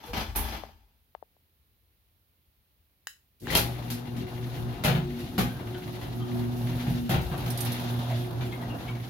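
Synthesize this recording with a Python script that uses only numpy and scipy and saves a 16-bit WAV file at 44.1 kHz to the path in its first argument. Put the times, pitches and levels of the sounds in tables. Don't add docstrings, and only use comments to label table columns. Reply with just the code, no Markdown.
import sys
import numpy as np
from scipy import signal
from scipy.fft import rfft, irfft, next_fast_len
from scipy.io import wavfile
from scipy.ndimage import uniform_filter1d

SR = 44100
rng = np.random.default_rng(int(sys.argv[2]) if len(sys.argv) > 2 else 0)


def int16_out(signal):
    q = np.round(np.clip(np.atleast_2d(signal).T, -1, 1) * 32767)
    wavfile.write(sys.argv[1], SR, q.astype(np.int16))


N = 401217

# start_s, first_partial_db, second_partial_db
HUM_LEVELS = [(3.45, -36.5, -48), (3.65, -34, -46.5), (4.1, -39.5, -40.5), (4.67, -33.5, -46),
              (5.05, -49, -42), (5.27, -57, -40), (5.45, -33, -35), (5.68, -41.5, -52), (6.1, -35.5, -45.5),
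              (6.3, -35.5, -32.5), (6.55, -29.5, -32), (6.83, -32, -35), (6.95, -30, -27), (7.05, -43, -34),
              (7.16, -36, -46), (7.28, -48, -54), (7.5, -32.5, -45.5), (7.78, -31, -37),
              (8.15, -28.5, -34.5), (8.28, -33, -46.5), (8.45, -30.5, -47), (8.62, -38.5, -41),
              (9.0, -34.5, -49.5), (9.1, -36, -55)]
# start_s, level_db
THIRD_PARTIAL = [(3.65, -48), (4.3, -49.5), (4.7, -46.5), (5.4, -50), (6.5, -42.5), (6.9, -51),
                 (7.9, -46.5), (8.6, -49), (9.1, -56.5)]
# multiple_of_hum, level_db
UPPER_PARTIALS = [(4, -10.5), (5, -22), (6, -10), (7, -28), (10, -36), (12, -24.5), (16, -25)]
# pitch_hz, level_db_per_hz
GROWL_SPECTRUM = [(60, -2.5), (120, 10), (380, 2), (700, -14), (900, -30), (1300, -26.5)]
# start_s, scraping_db, rolling_db
FRICTION_LEVELS = [(3.75, -51.5, -49), (4.0, -57, -53.5), (4.34, -53, -51), (4.84, -58, -51.5),
                   (5.21, -53.5, -55.5), (5.54, -53.5, -49), (6.03, -51.5, -51), (6.25, -53, -48.5),
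                   (6.74, -49, -46), (6.94, -49, -47.5), (7.17, -56.5, -59), (7.32, -52.5, -46),
                   (7.71, -45, -45), (8.04, -51.5, -45), (8.2, -50, -48), (8.33, -56.5, -47.5),
                   (8.62, -54.5, -46), (8.96, -54.5, -48.5), (9.1, -51.5, -56)]
# start_s, left_minus_right_db
FACING_BALANCE = [(3.5, 1.8), (5.3, 0), (6.3, -1.5), (7.3, -0.7), (7.9, -2)]
# pitch_hz, level_db_per_hz
RUMBLE_SPECTRUM = [(20, -28), (35, -11), (50, -3.5), (75, -7.5), (100, -3), (150, -1.5), (200, -8),
                   (290, -7), (400, -16), (600, -37.5), (1200, -56)]
# pitch_hz, level_db_per_hz
ROLLER_SPECTRUM = [(200, -19), (400, -3), (520, -4), (720, -1), (850, -1), (1100, -6.5), (1600, -9.5),
                   (3000, -46.5)]
# pitch_hz, level_db_per_hz
SCRAPE_SPECTRUM = [(700, -22.5), (1200, 0.5), (1700, 3), (2400, -2.5), (3700, 2.5), (4700, -3), (6500, -9),
                   (8000, -21), (12000, -43)]
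# pitch_hz, level_db_per_hz
CHAIN_SPECTRUM = [(3000, -35), (6000, -6.5), (8000, -16), (10000, -2.5), (12000, -1.5), (14000, -6.5),
                  (16000, -13.5)]
# pitch_hz, level_db, t60_s
RAIL_MODES = [(447, -1, 0.057), (594, 8, 0.054), (816, 9, 0.53), (1261, 7, 0.13), (1404, 11, 0.15),
              (2000, -19, 0.079), (2555, 5.5, .1), (2790, 13, 0.17), (3060, 10, 0.11), (3620, 7, 0.07),
              (3750, -24, 0.15), (4000, 1, 0.14), (6400, 5.5, 0.078), (6660, -8, 0.065)]
# pitch_hz, level_db, t60_s
GRIND_MODES = [(585, -7.5, 0.065), (696, -0.5, 0.068), (816, -13, 0.057)]
# start_s, panel_boom_db, hinge_jangle_db, steel_edge_db, thud_db
DOOR_BLOWS = [(3.479, -40, -32.5, -60, -31), (3.5037, -48, -31, -37.5, -38), (3.525, -37, -25, -39, -37),
              (3.5503, -30, -23.5, -22.5, -36), (3.572, -36, -26.5, -35, -36),
              (3.902, -60, -36.5, -36.5, -46), (4.165, -65, -42.5, -52.5, -41.5),
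              (4.561, -43, -46.5, -56, -41), (4.725, -52, -42.5, -59.5, -48), (4.838, -38, -24, -34, -50),
              (4.847, -20, -23, -33, -46), (4.8797, -25.5, -26, -58, -44), (4.9495, -25, -33, -69, -33),
              (5.19, -55, -42, -51, -50), (5.38, -21, -24, -33, -32), (6.013, -43, -39, -54, -39),
              (6.563, -47, -52, -52, -44), (6.689, -34, -47, -72, -34), (6.8664, -26, -45, -68, -32),
              (7.094, -23, -28, -38.5, -42), (7.11, -23, -30.5, -45, -42), (7.1383, -23.5, -29, -59, -27),
              (7.2161, -33, -54, -50, -35), (7.315, -29.5, -39, -55, -53), (7.376, -34.5, -41, -55, -49),
              (7.4605, -30.5, -35.5, -45, -54), (8.408, -49, -35, -57, -55), (8.452, -51, -45.5, -53, -53),
              (8.519, -49, -46, -59, -54), (8.785, -54.5, -41.5, -64, -57.5), (8.881, -47, -43, -68, -50)]
# pitch_hz, level_db, t60_s
PANEL_MODES = [(63, -24, 0.12), (139.2, -2.5, 0.66), (167, 5, 0.31), (185, -3, 0.37), (207, -11, 0.13),
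               (350, -16, 0.1), (450, -28, 0.15)]
# pitch_hz, level_db_per_hz
HEAVE_SPECTRUM = [(25, -11), (48, 9), (75, 4), (110, -7), (250, -46.5)]
# pitch_hz, level_db_per_hz
CLATTER_SPECTRUM = [(150, -15.5), (350, 5), (520, -2.5), (750, 6.5), (1100, -7.5), (1600, -2),
                    (3000, -27.5)]
# pitch_hz, level_db_per_hz
JANGLE_SPECTRUM = [(800, -6), (1400, -6), (1900, -1), (2400, -2.5), (2900, -3), (4000, -5.5), (5500, -16.5),
                   (7000, -18), (8200, -29), (14000, -55)]
# pitch_hz, level_db_per_hz
STEEL_SPECTRUM = [(2000, -6.5), (4500, 9), (7000, 2.5), (8100, -2.5), (10000, 4.5), (12000, 8), (14000, 2),
                  (16000, -8)]
# pitch_hz, level_db, t60_s
TROLLEY_MODES = [(960, 4.5, 0.03), (1420, -6.5, 0.027), (2202, -17, 0.064), (2740, 0, 0.069),
                 (2930, 2, 0.04), (3220, 9, 0.027), (3480, -1, 0.05), (3758, 0, 0.06), (4150, 3, 0.051)]
# start_s, level_db
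TICK_EVENTS = [(7.377, -52), (7.503, -40.5), (7.575, -40), (7.606, -36.5), (7.65, -42), (7.72, -41.5)]
# pitch_hz, level_db_per_hz
SNAP_SPECTRUM = [(2000, -16), (3800, 6), (5500, 4), (7000, -3), (8100, -2.5), (10500, 7.5), (12500, 8.5),
                 (14500, -1), (16000, -11)]
# middle_s, pitch_hz, level_db, length_s
SQUEAK_EVENTS = [(3.503, 2010, -36, 0.006), (5.527, 1560, -52.5, 0.24), (5.751, 3120, -52, 0.034),
                 (5.759, 1555, -49.5, 0.055), (6.215, 3280, -51, 0.043), (6.216, 1215, -51, 0.066),
                 (7.336, 720, -40.5, 0.035), (7.337, 1180, -47, 0.035), (8.119, 707, -39, 0.052),
                 (8.521, 3500, -52, .02), (8.529, 2230, -44.5, 0.029), (8.631, 1960, -51, 0.076),
                 (8.709, 2860, -49.5, 0.076), (8.89, 1020, -50, 0.037), (8.885, 2220, -45, 0.029),
                 (8.878, 3020, -53, 0.047)]
# pitch_hz, level_db_per_hz
RUB_SPECTRUM = [(1500, -26), (2500, -9), (3500, 6), (4200, -4), (5500, -14), (8000, -38)]
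# start_s, length_s, scuff_db, grit_db
PIVOT_EVENTS = [(0.0, 0.21, -45.5, -62), (0.131, 0.047, -33.5, -53), (0.349, 0.14, -36, -52)]
# start_s, scuff_db, thud_db, grit_db
STEP_EVENTS = [(0.06, -47.5, -54, -56.5), (0.138, -24.5, -31, -69), (0.174, -22, -55, -47),
               (0.359, -22.5, -28, -32), (0.524, -28, -37, -61)]
# pitch_hz, level_db_per_hz
SCUFF_SPECTRUM = [(100, 5), (200, 5.5), (400, 0), (560, -5), (850, 2.5), (1150, -1), (1800, -5.5),
                  (3500, -6.5), (5500, -12), (8000, -25.5), (14000, -39)]
# pitch_hz, level_db_per_hz
GRIT_SPECTRUM = [(3000, -28), (6000, 5), (8000, 3.5), (11000, 18), (14000, 14), (16000, -2)]
# start_s, peak_db, contact_s, left_minus_right_db
FINGER_TAPS = [(0.636, -33, 0.00039, 16), (0.692, -47, 0.00052, 6), (1.150, -32.5, 0.0001, 13.5),
               (1.226, -37.5, 0.00074, 15), (1.366, -60, 0.00065, 10)]
# pitch_hz, level_db, t60_s
CASE_MODES = [(463, -12, 0.03), (616, -3, 0.018), (735, 2, 0.014), (865, -1, 0.016), (1080, -9, 0.011),
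              (1600, -13, 0.008), (2900, -10, 0.0033)]
# start_s, peak_db, contact_s (at least one sample), left_minus_right_db
BUTTON_CLICKS = [(3.071, -18, 0.000016, 0.5), (3.471, -25, 0.00022, -1.5)]
# pitch_hz, level_db, t60_s
REMOTE_MODES = [(1670, 0, 0.022), (1850, 1.5, 0.023), (2990, 2, 0.016), (3980, 1, 0.016), (5400, 6, 0.0045),
                (6700, 11, 0.003), (10500, 6, 0.0033)]
# pitch_hz, level_db_per_hz
AIR_SPECTRUM = [(20, -15), (45, -2.5), (78, -1), (115, -10), (250, -19), (600, -25), (1500, -28),
                (4000, -27), (8000, -40), (12000, -27), (16000, -30)]
# pitch_hz, left_minus_right_db
PORT_COLOURS = [(60, 4.5), (130, 0), (380, 2), (700, 3), (1300, 4), (2400, 6.5), (4400, 4.5), (8100, -7.5),
                (12000, -10), (15000, -17)]

HUM_HZ = 120.6
BEAT_HZ, BEAT_CREST_S, ROTOR_DB = 3.99, 3.68, -48
START_S, SPIN_UP_S = 3.41, 0.12
RELAY_S, RELAY_DB, RELAY_T60_S = 3.397, -63, 0.5
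GROWL_S, GROWL_LENGTH_S, GROWL_DB, GROWL_T60_S = 3.404, 0.2, -41, 0.56
EASY_RUN_DB = -51
RATTLE_PEAK_S = 0.0081
BLOW_ROOM_T60_S = 0.34
SLAM_S, SLAM_DB = 3.5535, -22
SQUEAK_WAVER = 0.035
RUB_S, RUB_ATTACK_S, RUB_LENGTH_S, RUB_T60_S, RUB_DB = 7.45, 0.15, 0.72, 0.9, -51
PIVOT_ATTACK_S, PIVOT_T60_S = 0.004, 0.65
SHIFT_S, SHIFT_LENGTH_S, SHIFT_DB, SHIFT_T60_S = 0.088, 0.36, -37.5, 0.99
SOLE_S, SOLE_LENGTH_S, SOLE_HZ, SOLE_DB = 0.063, 0.045, 480, -42.5
AIR_DB = -68.7
PORT_GAP_M, TOP_HZ = 0.17, 15900


def motor(wobble=0.44, buzz_wobble=1.2, hum_db=-1, third_db=1.5, buzz_db=-47,
          flutter_db=1.5, sway_db=1.0, rotor_fall_db=3):
    t = np.arange(N) / SR
    phase = 2 * np.pi * HUM_HZ * t
    slip = 2 * np.pi * BEAT_HZ * (t - BEAT_CREST_S)
    levels = curves(HUM_LEVELS) + [curves(THIRD_PARTIAL)[0] + third_db]
    out = np.zeros((2, N))
    for k, db in enumerate(levels, 1):
        partial = phase * k + wobble * np.sqrt(k) * walk(19) + rng.uniform(0, 2 * np.pi)
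        lag = 0.18 * k * walk(1.613) * np.array([[1], [-1]])
        flutter = flutter_db * np.sqrt(k) * (walk(24) + walk(9))
        out += amp(db + flutter) * np.sin(partial + lag)
        out += amp(ROTOR_DB - rotor_fall_db * (k - 1) ** 2) * np.sin(partial + lag - slip)
    for k, db in UPPER_PARTIALS:
        drift = buzz_wobble * (walk(17) + np.array([walk(1.954), walk(1.524)]))
        out += amp(buzz_db + db + sway_db * walk(8.1)) * np.sin(round(k) * phase + drift)
    return np.sqrt(2) * amp(hum_db) * drive() * out


def start_up(attack_s=0.03, throb=0.41):
    t = np.arange(N) / SR
    relay = diffuse(N) * swell(RELAY_S, 0.0042, 0.01, RELAY_T60_S)
    growl = unit(colour(diffuse(N), GROWL_SPECTRUM)) * (1 + throb * np.sin(2 * np.pi * HUM_HZ * t))
    growl = amp(GROWL_DB) * swell(GROWL_S, attack_s, GROWL_LENGTH_S, GROWL_T60_S) * growl
    return burst(colour(relay, STEEL_SPECTRUM), RELAY_DB) + growl


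def drive():
    return np.clip((np.arange(N) / SR - START_S) / SPIN_UP_S, 0, 1)


def running(rumble_db=-40.5, roller_db=-49.5, scrape_db=-49.5, chain_db=-56.5, rail_db=-57.5,
            link_hz=110, link_db=-6, shake_db=2.0, rumble_follow=0.43, chain_follow=1.1, uneven_db=1.16):
    strain, load = np.array(curves(FRICTION_LEVELS)) - EASY_RUN_DB + uneven_db * walk(7.9)
    clicks = (rng.random(N) < link_hz / SR) * rng.standard_normal(N)
    links = unit(room(clicks, 0.13, direct_db=-32))
    roll, grind, hiss = (unit(amp(shake_db * walk(35)) * diffuse(N) + amp(link_db) * links)
                         for _ in range(3))
    rail = convolve(grind, ring(RAIL_MODES, np.arange(SR // 3) / SR))
    scrape = amp(scrape_db) * unit(colour(grind, SCRAPE_SPECTRUM))
    rumble_level = amp(rumble_db + rumble_follow * load + 1.67 * walk(16))
    out = rumble_level * unit(colour(diffuse(N), RUMBLE_SPECTRUM))
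    out += amp(roller_db + load) * unit(colour(roll, ROLLER_SPECTRUM))
    out += amp(strain) * (scrape + amp(rail_db) * unit(rail))
    out += amp(chain_db + chain_follow * strain) * unit(colour(hiss, CHAIN_SPECTRUM))
    return drive() * out


def grinding(slip_hz=130, grind_db=-55, surge_db=1.0):
    slips = room((rng.random(N) < slip_hz / SR) * rng.standard_normal(N), 0.11, direct_db=-2)
    t = np.arange(SR // 4) / SR
    tones = np.zeros((2, N))
    for mode in GRIND_MODES:
        tone = unit(convolve(slips, ring([mode], t)))
        tones += amp(mode[1] + surge_db * walk(11)) * tone
    return amp(grind_db + curves(FRICTION_LEVELS)[1] - EASY_RUN_DB) * drive() * unit(tones)


def knocks(bounce_hz=700, bounce_db=-3, blow_db=3, thud_db=-3, boom_db=-1, clatter_db=-9,
           jangle_db=-10, steel_db=-4, rail_db=-19):
    out, t = np.zeros((2, N)), np.arange(int(.5 * SR)) / SR
    age = t / RATTLE_PEAK_S
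    for s, boom, jangle, steel, thud in DOOR_BLOWS:
        bounces = (rng.random(len(t)) < bounce_hz / SR) * rng.uniform(-1.02, 1, len(t))
        force = amp(bounce_db) * bounces * age * np.exp(1 - age)
        force[0] = amp(blow_db)
        heave = colour(diffuse(len(t)) * fade(t, 1.0), HEAVE_SPECTRUM)
        panel = signal.fftconvolve(force, ring(PANEL_MODES, t))[:len(t)]
        rail = signal.fftconvolve(force, ring(RAIL_MODES, t))[:len(t)]
        metal = room(force, BLOW_ROOM_T60_S, direct_db=-21.0)
        edge = room(force, 0.26, direct_db=-23)
        roller_db = (boom + jangle) / 2 + clatter_db
        add(out, burst(heave, thud + thud_db), s)
        add(out, burst(room(panel, 0.24, direct_db=0), boom + boom_db), s)
        add(out, burst(colour(metal, CLATTER_SPECTRUM), roller_db), s)
        add(out, burst(colour(metal, JANGLE_SPECTRUM), jangle + jangle_db), s)
        add(out, burst(room(rail, 0.12, direct_db=-21), jangle + rail_db), s)
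        add(out, burst(colour(edge, STEEL_SPECTRUM), steel + steel_db), s)
    return out


def slam(crack_s=0.02, crack_db=-6, echo_t60=0.2):
    t = np.arange(SR // 2) / SR
    crack = colour(rng.standard_normal(len(t)) * fade(t, crack_s), STEEL_SPECTRUM)
    blow = ring(TROLLEY_MODES, t) + amp(crack_db) * crack
    out = np.zeros((2, N))
    add(out, burst(room(blow, echo_t60, direct_db=1.5), SLAM_DB), SLAM_S)
    return out


def rattles(rate_hz=16, scatter_db=4.0, rattle_db=-55, edge_db=-11):
    blows = (rng.random(N) < rate_hz / SR) * amp(scatter_db * rng.uniform(-1.8, 1, N))
    metal = unit(room(blows, 0.12, direct_db=-20.0))
    chatter = unit(colour(metal, JANGLE_SPECTRUM)) + amp(edge_db) * unit(colour(metal, STEEL_SPECTRUM))
    return amp(rattle_db + curves(FRICTION_LEVELS)[0] - EASY_RUN_DB) * drive() * chatter


def squeaks(slip_hz=500, ring_s=0.03, rasp_db=-13):
    out, t = np.zeros((2, N)), np.arange(SR // 2) / SR
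    stretch = 1 + SQUEAK_WAVER * walk(35)
    for s, hz, db, length_s in SQUEAK_EVENTS:
        slips = (rng.random(len(t)) < slip_hz / SR) * np.sin(np.pi * np.minimum(t / length_s, 1))
        slips[int(length_s / 2 * SR)] = 1
        local_stretch = np.roll(stretch, -int(s * SR))[:len(t)]
        turn = np.exp(2j * np.pi * hz * np.cumsum(local_stretch) / SR)
        decay = fade(t, ring_s * 2000 / hz)
        creak = unit(np.real(turn * signal.fftconvolve(slips / turn, decay)[:len(t)]))
        creak += amp(rasp_db) * unit(highpass(colour(slips, JANGLE_SPECTRUM), hz / 2))
        add(out, burst(room(creak, 0.46, direct_db=0.0), db), s - length_s / 2)
    return out


def ticks(ring_s=0.019, jangle_db=-3, pan_db=-3):
    out, t = np.zeros((2, N)), np.arange(SR // 4) / SR
    for s, db in TICK_EVENTS:
        edge, hinge = rng.standard_normal((2, len(t))) * fade(t, ring_s)
        snap = colour(edge, SNAP_SPECTRUM) + amp(jangle_db) * colour(hinge, JANGLE_SPECTRUM)
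        add(out, burst(room(snap, 0.16, direct_db=-6.5), db), s)
    return pan(pan_db) * out


def seal_rub(flutter_db=1.2):
    rasp = unit(colour(diffuse(N), RUB_SPECTRUM)) * amp(flutter_db * walk(25))
    return amp(RUB_DB) * swell(RUB_S, RUB_ATTACK_S, RUB_LENGTH_S, RUB_T60_S) * rasp


def shuffle(thud_db=-3, scuff_db=-13, grit_db=-2, drag_db=-2, grain_hz=1500, judder_db=2.0):
    grains = (rng.random(N) < grain_hz / SR) * rng.standard_normal(N) * amp(judder_db * walk(69.9))
    sand = unit(room(grains, 0.21, direct_db=-5))
    sole, grit_noise = unit(colour(sand, SCUFF_SPECTRUM)), unit(colour(sand, GRIT_SPECTRUM))
    shift = swell(SHIFT_S, PIVOT_ATTACK_S, SHIFT_LENGTH_S, SHIFT_T60_S)
    out = amp(SHIFT_DB) * shift * unit(colour(diffuse(N), HEAVE_SPECTRUM))
    for s, length_s, scuff, grit in PIVOT_EVENTS:
        drag = amp(drag_db) * swell(s, PIVOT_ATTACK_S, length_s, PIVOT_T60_S)
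        out += drag * (amp(scuff) * sole + amp(grit) * grit_noise)
    t = np.arange(SR // 2) / SR
    for s, scuff, thud, grit in STEP_EVENTS:
        catch = diffuse(len(t)) * fade(t, 0.33)
        add(out, burst(colour(catch, HEAVE_SPECTRUM), thud + thud_db), s)
        add(out, burst(colour(catch, SCUFF_SPECTRUM), scuff + scuff_db), s)
        add(out, burst(colour(catch, GRIT_SPECTRUM), grit + grit_db), s)
    return out


def sole_chirp(rough=0.32):
    phase = 2 * np.pi * SOLE_HZ * np.arange(N) / SR + rough * walk(100)
    envelope = swell(SOLE_S, SOLE_LENGTH_S, SOLE_LENGTH_S, 0.13)
    return amp(SOLE_DB) * envelope * np.sqrt(2) * np.sin(phase)


def touches(events, modes, direct_db, crack_db, lowest_hz, echo_hz, t60, crack_s=0.016):
    out, t = np.zeros((2, N)), np.arange(int(.5 * SR)) / SR
    for s, db, contact_s, pan_db in events:
        near = ring(modes, t) + amp(crack_db) * diffuse(len(t)) * fade(t, crack_s)
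        echo = highpass(room(near[0], t60, direct_db=-np.inf), echo_hz)
        push = t * np.exp(-2 * t / max(contact_s, 1 / SR))
        hit = highpass(convolve(amp(direct_db) * near + echo, push), lowest_hz)
        add(out, amp(db) * pan(pan_db) * hit / np.abs(hit).max(), s)
    return out


def still_air():
    return amp(AIR_DB) * unit(colour(diffuse(N), AIR_SPECTRUM))


def room(x, t60, direct_db):
    t = np.arange(len(x)) / SR
    response = diffuse(len(x)) * fade(t, t60)
    response = response / np.sqrt(np.sum(response ** 2) / 2)
    response[:, 0] += amp(direct_db)
    return signal.fftconvolve(x[None], response, axes=1)[:, :len(x)]


def diffuse(size):
    padded = 2 * next_fast_len(size // 2 + 1, real=True)
    mid, side = rfft(rng.standard_normal((2, padded)))
    hz = np.arange(len(mid)) * SR / padded
    likeness = np.sinc(2 * hz * PORT_GAP_M / 343) * .95
    mid, side = mid * np.sqrt(1 + likeness), side * np.sqrt(1 - likeness)
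    return unit(irfft([mid + side, mid - side])[:, :size])


def colour(x, points):
    size = next_fast_len(2 * (x.shape[-1] // 2) + 4096, real=True) * 2
    hz, db = np.transpose(points)
    f = np.maximum(np.arange(size // 2 + 1) * SR / size, 1)
    cepstrum = irfft(np.log(amp(np.interp(np.log(f), np.log(hz), db))))
    cepstrum[1:size // 2] *= 2
    cepstrum[size // 2 + 1:] = 0
    return irfft(rfft(x, size) * np.exp(rfft(cepstrum)))[..., :x.shape[-1]]


def highpass(x, hz):
    return signal.sosfilt(signal.butter(3, hz, "high", fs=SR, output="sos"), x)


def convolve(x, response):
    return signal.fftconvolve(x, response[None], axes=1)[:, :x.shape[1]]


def ring(modes, t):
    return sum(amp(db) * fade(t, t60) * np.sin(2 * np.pi * hz * t) for hz, db, t60 in modes)


def fade(t, t60):
    return np.exp(-np.log(1000) * t / t60)


def swell(s, attack_s, length_s, t60):
    age = np.arange(N) / SR - s
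    return np.clip(age / attack_s, 0, 1) * fade(np.maximum(age - length_s, 0), t60)


def walk(rate):
    k = max(int(SR / rate), 1)
    steps = np.repeat(rng.standard_normal(N // k + 1), k)
    return unit(uniform_filter1d(steps, k)[:N])


def curves(table):
    s, *columns = np.transpose(table)
    return [np.interp(np.arange(N) / SR, s, c) for c in columns]


def burst(x, db):
    power = uniform_filter1d(np.mean(x, axis=0) ** 2, SR // 50)
    return x * amp(db) / np.sqrt(power.max())


def pan(db):
    return amp(np.array([[1], [-1]]) * db / 2)


def add(out, x, s):
    start = max(int(s * SR), 0)
    out[:, start:start + x.shape[-1]] += x[..., :N - start]


def amp(db):
    return 10 ** (np.asarray(db) / 20)


def unit(x):
    return x / np.sqrt(np.mean(x ** 2))


def scene():
    door = motor() + start_up() + running() + grinding() + knocks() + slam()
    door += rattles() + squeaks() + ticks() + seal_rub()
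    feet = shuffle() + sole_chirp()
    taps = touches(FINGER_TAPS, CASE_MODES, direct_db=22, crack_db=-14, lowest_hz=560, echo_hz=900, t60=.22)
    button = touches(BUTTON_CLICKS, REMOTE_MODES, direct_db=4.0, crack_db=4, lowest_hz=750,
                     echo_hz=1500, t60=0.25)
    return pan(curves(FACING_BALANCE)[0]) * door + feet + taps + button + still_air()


def record(dry):
    ports = []
    for x, side in zip(highpass(dry, 48.0), (1, -1)):
        ports.append(colour(x, [(hz, side * db / 2) for hz, db in PORT_COLOURS]))
    return signal.sosfilt(signal.ellip(10, .2, 80, TOP_HZ, fs=SR, output="sos"), ports)


dry = scene()
out = record(dry)
int16_out(out)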